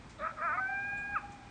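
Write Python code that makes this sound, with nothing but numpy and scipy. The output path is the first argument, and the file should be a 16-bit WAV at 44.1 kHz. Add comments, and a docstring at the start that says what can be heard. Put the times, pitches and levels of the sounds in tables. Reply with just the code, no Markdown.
"""Steady rumble and hiss of open air, then a coyote's one rough bark and a howl across a brushy valley.
Its vocal folds beat unevenly, so the howl opens hoarse and wavering; it cracks, holds a clean high note
and drops away in a yip. The microphone is on a deck, with a faint house hum, a few faint ticks and
a thin high chirp as the bark starts. Deck and trees scatter the call; the hills keep the note ringing."""
import sys
import numpy as np
from scipy import signal
from scipy.fft import rfft, irfft
from scipy.io import wavfile
from scipy.ndimage import uniform_filter1d

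SR = 44100
rng = np.random.default_rng(int(sys.argv[2]) if len(sys.argv) > 2 else 0)


def pcm_store(signal):
    """Save signal as 16-bit PCM."""
    levels = np.round(np.clip(np.atleast_2d(signal), -1, 1) * 32767)
    wavfile.write(sys.argv[1], SR, levels.astype(np.int16).T)


N = 66150
T = np.arange(N) / SR


def amp(db):
    """Decibels to amplitude."""
    return 10 ** (np.asarray(db) / 20)


def unit(x):
    """Scales to rms 1."""
    return x / np.sqrt(np.mean(abs(x) ** 2) + 1e-20)


def curve(rows, column=1):
    """One column of a table, joined by straight lines in time."""
    rows = np.array(rows)
    return np.interp(T, rows[:, 0], rows[:, column])


def gain_at(spectrum, hz):
    """Gain of a spectrum table at these frequencies."""
    freq_hz, db = np.transpose(spectrum)
    return amp(np.interp(np.log(hz + 1), np.log(freq_hz + 1), db))


def colour(x, spectrum):
    """Filters by a spectrum table."""
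    return irfft(rfft(x) * gain_at(spectrum, np.fft.rfftfreq(len(x), 1 / SR)), len(x))


def wander(hz):
    """Random drift up to about this rate, rms 1."""
    lowpass = np.exp(-.5 * (np.fft.rfftfreq(N, 1 / SR) / hz) ** 2)
    return unit(irfft(rfft(rng.standard_normal(N)) * lowpass, N))


def drifting_phase(hz, drift, drift_hz):
    """Phase of a vibration whose rate strays by the fraction `drift`."""
    return 2 * np.pi * np.cumsum(hz * (1 + drift * wander(drift_hz))) / SR


def gate(rows):
    """1 between the first and last row, with soft edges."""
    return uniform_filter1d(1. * ((T > rows[0][0]) & (T < rows[-1][0])), size=200)


# Open air at the microphone: freq_hz, gain_db
AIR_SPECTRUM = [(18, -33), (43, -1.5), (140, -6), (250, -6.5), (504, -16.5), (800, -13.5), (1220, -15.5),
                (1820, -19), (2380, -17.5), (2750, -25), (3500, -25), (9000, -35.5), (11700, -51)]
def open_air(level_db=-53.5, swell_db=2.5):
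    """Uneven low rumble under a steady hiss, all around the deck."""
    air = amp(level_db) * unit(colour(rng.standard_normal(N), AIR_SPECTRUM))
    rumble = signal.sosfiltfilt(signal.butter(2, 294, fs=SR, output="sos"), air)
    hiss = air - rumble
    return rumble * amp(swell_db * wander(hz=8.9)) + hiss


# Hum as it reaches the deck: freq_hz, level_db
HUM_TONES = [(57, -70), (114, -65), (240, -66)]
def house_hum():
    """Faint, wavering low tones from the house."""
    return sum(amp(db) * np.sqrt(2) * np.cos(2 * np.pi * hz * T + 0.6 * wander(hz=5.5))
               for hz, db in HUM_TONES)


# Brief high sounds at the microphone: start_s, level_db, centre_hz, width_hz, decay_s
TREBLE_BURSTS = [(0.095, -60, 5520, 5000, 0.036), (0.182, -61.5, 3740, 550, 0.061),
                 (0.977, -64.5, 7540, 900, 0.04), (1.319, -60.5, 6547, 3000, 0.019)]
def treble_bursts():
    """Faint ticks, and a faint, narrow high chirp at the start of the bark."""
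    out = np.zeros(N)
    for start_s, level_db, centre_hz, width_hz, decay_s in TREBLE_BURSTS:
        envelope = (T > start_s) * np.exp(-abs(T - start_s) / decay_s)
        band = unit(wander(width_hz / 2) * np.cos(2 * np.pi * centre_hz * T))
        out += amp(level_db) * envelope * band
    return out


def scatter(x, t60_s, rise_s):
    """A diffuse tail of many small reflections."""
    tail = rng.standard_normal(N) * amp(-60 * T / t60_s) * (1 - np.exp(-(T / rise_s) ** 2))
    return signal.fftconvolve(x, tail / np.linalg.norm(tail))[:N]


# Scatter off the deck and trees near the microphone: freq_hz, gain_db
DECK_SPECTRUM = [(500, -19.5), (800, 0), (1250, -19), (1650, -12), (2500, -10)]
# What the far hills send back, mostly the fundamental: freq_hz, gain_db
HILL_SPECTRUM = [(500, -4), (650, -19.5), (800, -0.5), (1000, -41), (1270, -29.5), (1620, -25), (2450, -21),
                 (4000, -59)]
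# Hillside echoes: delay_s, gain_db
HILL_ECHOES = [(.12, -0.5), (.222, -10.5)]
def valley(call):
    """The call reaches the deck directly, then as near scatter, far echoes and a long ring."""
    far = colour(call, HILL_SPECTRUM)
    echoes = sum(amp(db) * np.interp(T - delay_s, T, far, left=0) for delay_s, db in HILL_ECHOES)
    ring = amp(1.5) * scatter(far, t60_s=3.5, rise_s=0.052)
    near = scatter(colour(call, DECK_SPECTRUM), t60_s=0.43, rise_s=0.0048)
    return call + near + echoes + ring


# Fundamental against the second harmonic, at the folds: time_s, gain_db
FUNDAMENTAL = [(.21, 9.5), (.235, 9), (.265, -5.5), (.45, 6), (.48, -7), (.53, -6), (.58, 20), (.6, 8.5),
               (.625, -2), (.665, -16.5), (.697, 8.5), (.72, -4.5), (.85, 0.5), (.94, -1.5), (1.01, -16.5),
               (1.135, 7.5), (1.16, -18), (1.19, -11)]
# Overtones from the third harmonic up: time_s, gain_db
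OVERTONES = [(.2, -2.5), (.22, 0.5), (.26, -3), (.45, -1), (.52, -7), (.57, 10.5), (.618, -10.5),
             (.69, 1.5), (.735, -1.5), (.87, 4), (1.06, 4.5), (1.14, 0.5), (1.156, -2.5), (1.187, -4)]
# Alternating strong and weak beats add lines half way between harmonics: time_s, gain_db
PERIOD_DOUBLING = [(.21, -8), (.25, -5), (.4, -14), (.425, -0.5), (.46, -1.5), (.478, -4.5), (.5, 5),
                   (.535, -3.5), (.56, 0.5), (.58, -18), (.615, -41), (1.15, -53.5), (1.187, -13)]
# The mouth changes shape at the crack: time_s, clear_share (0 hoarse to 1 clear)
MOUTH_SHAPE = [(.57, 0), (.62, 1)]
# Throat and mouth in the bark and hoarse opening: freq_hz, gain_db
HOARSE_THROAT = [(350, -52), (560, -5), (850, -15.5), (1120, -1.5), (1270, 4.5), (1580, -0.5), (1800, -4.5),
                 (1970, -10.5), (2420, -9.5), (2570, -23.5), (3000, -44.5), (4500, -72)]
# Throat and mouth in the clean note and yip: freq_hz, gain_db
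CLEAR_THROAT = [(790, -12.5), (1050, -7), (1270, 2), (1600, 0), (1950, -20.5), (2420, -10), (2620, -10),
                (3080, -58), (4500, -80.5)]
def vocal_folds(pitch_hz, phase, roughness, rasp_db=-1.5, rasp_hz=113):
    """Harmonics and half lines of the beating folds, shaped by the throat and mouth."""
    fundamental, overtones = amp(curve(FUNDAMENTAL)), amp(curve(OVERTONES))
    doubling = amp(curve(PERIOD_DOUBLING))
    clear = np.clip(curve(MOUTH_SHAPE), 0, 1)
    out = np.zeros(N)
    for k in np.arange(2, 12) / 2:
        hz = k * pitch_hz
        throat = (1 - clear) * gain_at(HOARSE_THROAT, hz) + clear * gain_at(CLEAR_THROAT, hz)
        strength = fundamental if k == 1 else overtones if k >= 3 else 1
        gain = strength * (doubling if k % 1 else 1) * throat
        depth = amp(rasp_db) * roughness * (k / 2) ** 2  # high partials break up first
        rasp = (1 + depth * (wander(rasp_hz) + 1j * wander(rasp_hz))) / np.sqrt(1 + 2 * depth ** 2)
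        partial = np.exp(1j * (k * phase + 2 * np.pi * rng.random()))
        out += np.sqrt(2) * gain * (rasp * partial).real
    return out


JITTER_HZ, FLUTTER_HZ = 121, 121.74
def voice(pitch_hz, effort_db, roughness):
    """The coyote's voice: roughness adds jitter, rasp, pulsed breath and the flutter of loose tissue."""
    phase = drifting_phase(pitch_hz, drift=0.0302 * roughness, drift_hz=JITTER_HZ)
    tone = vocal_folds(pitch_hz, phase, roughness)
    breath = unit(colour((1 + np.cos(phase)) * rng.standard_normal(N), HOARSE_THROAT))
    flap_phase = drifting_phase(FLUTTER_HZ, drift=0.11, drift_hz=FLUTTER_HZ / 2)
    flutter = 1 + 0.42 * roughness * np.cos(flap_phase)
    return amp(effort_db) * flutter * (tone + roughness * breath)


# The bark, from across the valley: time_s, pitch_hz, effort_db, roughness (0-1)
BARK_SHAPE = [(.186, 640, -60, 0.61), (.194, 640, -51.5, 0.48), (.208, 547.5, -49, 0),
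              (.228, 626.2, -43, 0.28), (.248, 640, -39.5, 0.26), (.266, 662.2, -36.5, 0.5),
              (.277, 611, -38.5, 0.5), (.289, 665, -48, 0.77), (.299, 668, -44, 0.8), (.332, 661, -68.5, 1)]
def bark():
    """One short, rough burst of voice."""
    return gate(BARK_SHAPE) * voice(curve(BARK_SHAPE), curve(BARK_SHAPE, 2), curve(BARK_SHAPE, 3))


# Lines between the harmonics in the crack: pitch_multiple, gain_db
CRACK_PARTIALS = [(4 / 3, -17), (5 / 3, 0), (7 / 3, -23), (8 / 3, -13)]
# Rise and fall of the crack: time_s, level_db
CRACK_LEVEL = [(.562, -75), (.576, -33.5), (.587, -30.5), (.599, -36), (.612, -70)]
def crack(pitch_hz):
    """The voice breaks: for a moment the folds repeat every third beat."""
    phase = drifting_phase(pitch_hz, drift=0.0041, drift_hz=JITTER_HZ)
    lines = sum(amp(db) * np.cos(k * phase + 2 * np.pi * rng.random()) for k, db in CRACK_PARTIALS)
    return gate(CRACK_LEVEL) * amp(curve(CRACK_LEVEL)) * np.sqrt(2) * lines


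# The howl, from the same distance: time_s, pitch_hz
HOWL_MELODY = [(.37, 658.8), (.412, 606.4), (.435, 671.7), (.456, 692.4), (.47, 666), (.485, 614.3),
               (.503, 597.5), (.52, 604), (.545, 712.5), (.6, 763.5), (.66, 767.3), (.693, 789.2),
               (.78, 795.5), (.875, 810.2), (1.115, 815.2), (1.15, 802), (1.162, 660.5), (1.175, 597.3),
               (1.195, 474.6)]
# The push behind the howl: time_s, effort_db, roughness (0-1)
HOWL_DRIVE = [(.368, -50.5, 0.57), (.408, -46.5, 0.72), (.425, -40, 0.33), (.455, -38, 0.09),
              (.476, -35, 0.13), (.497, -40, 0.13), (.531, -37, 0.13), (.556, -41, 0.1),
              (.568, -50.5, 0.15), (.588, -47.5, 0.25), (.612, -35.5, 0), (.65, -36, 0.04),
              (.692, -39, 0.01), (.73, -35.5, .01), (.85, -39, 0), (.876, -40, 0), (.96, -38, 0),
              (1.1, -40, 0), (1.15, -38, 0.09), (1.167, -29.5, 0), (1.177, -33, 0.03), (1.205, -58.5, 0.5)]
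def howl():
    """Hoarse opening, a crack into the clean note, and the falling yip."""
    pitch_hz = curve(HOWL_MELODY)
    return crack(pitch_hz) + gate(HOWL_DRIVE) * voice(pitch_hz, curve(HOWL_DRIVE), curve(HOWL_DRIVE, 2))


def scene():
    """One microphone on the deck: the distant coyote over the background."""
    return (valley(bark() + howl()) + open_air() + house_hum() + treble_bursts())[None]


def record(dry, cutoff_hz=9250):
    """The recorder's band limit takes off the top treble."""
    lowpass = signal.firwin(401, cutoff_hz, window=("kaiser", 8), fs=SR)
    return signal.oaconvolve(dry, lowpass[None], "same")


dry = scene()
out = record(dry)
pcm_store(out)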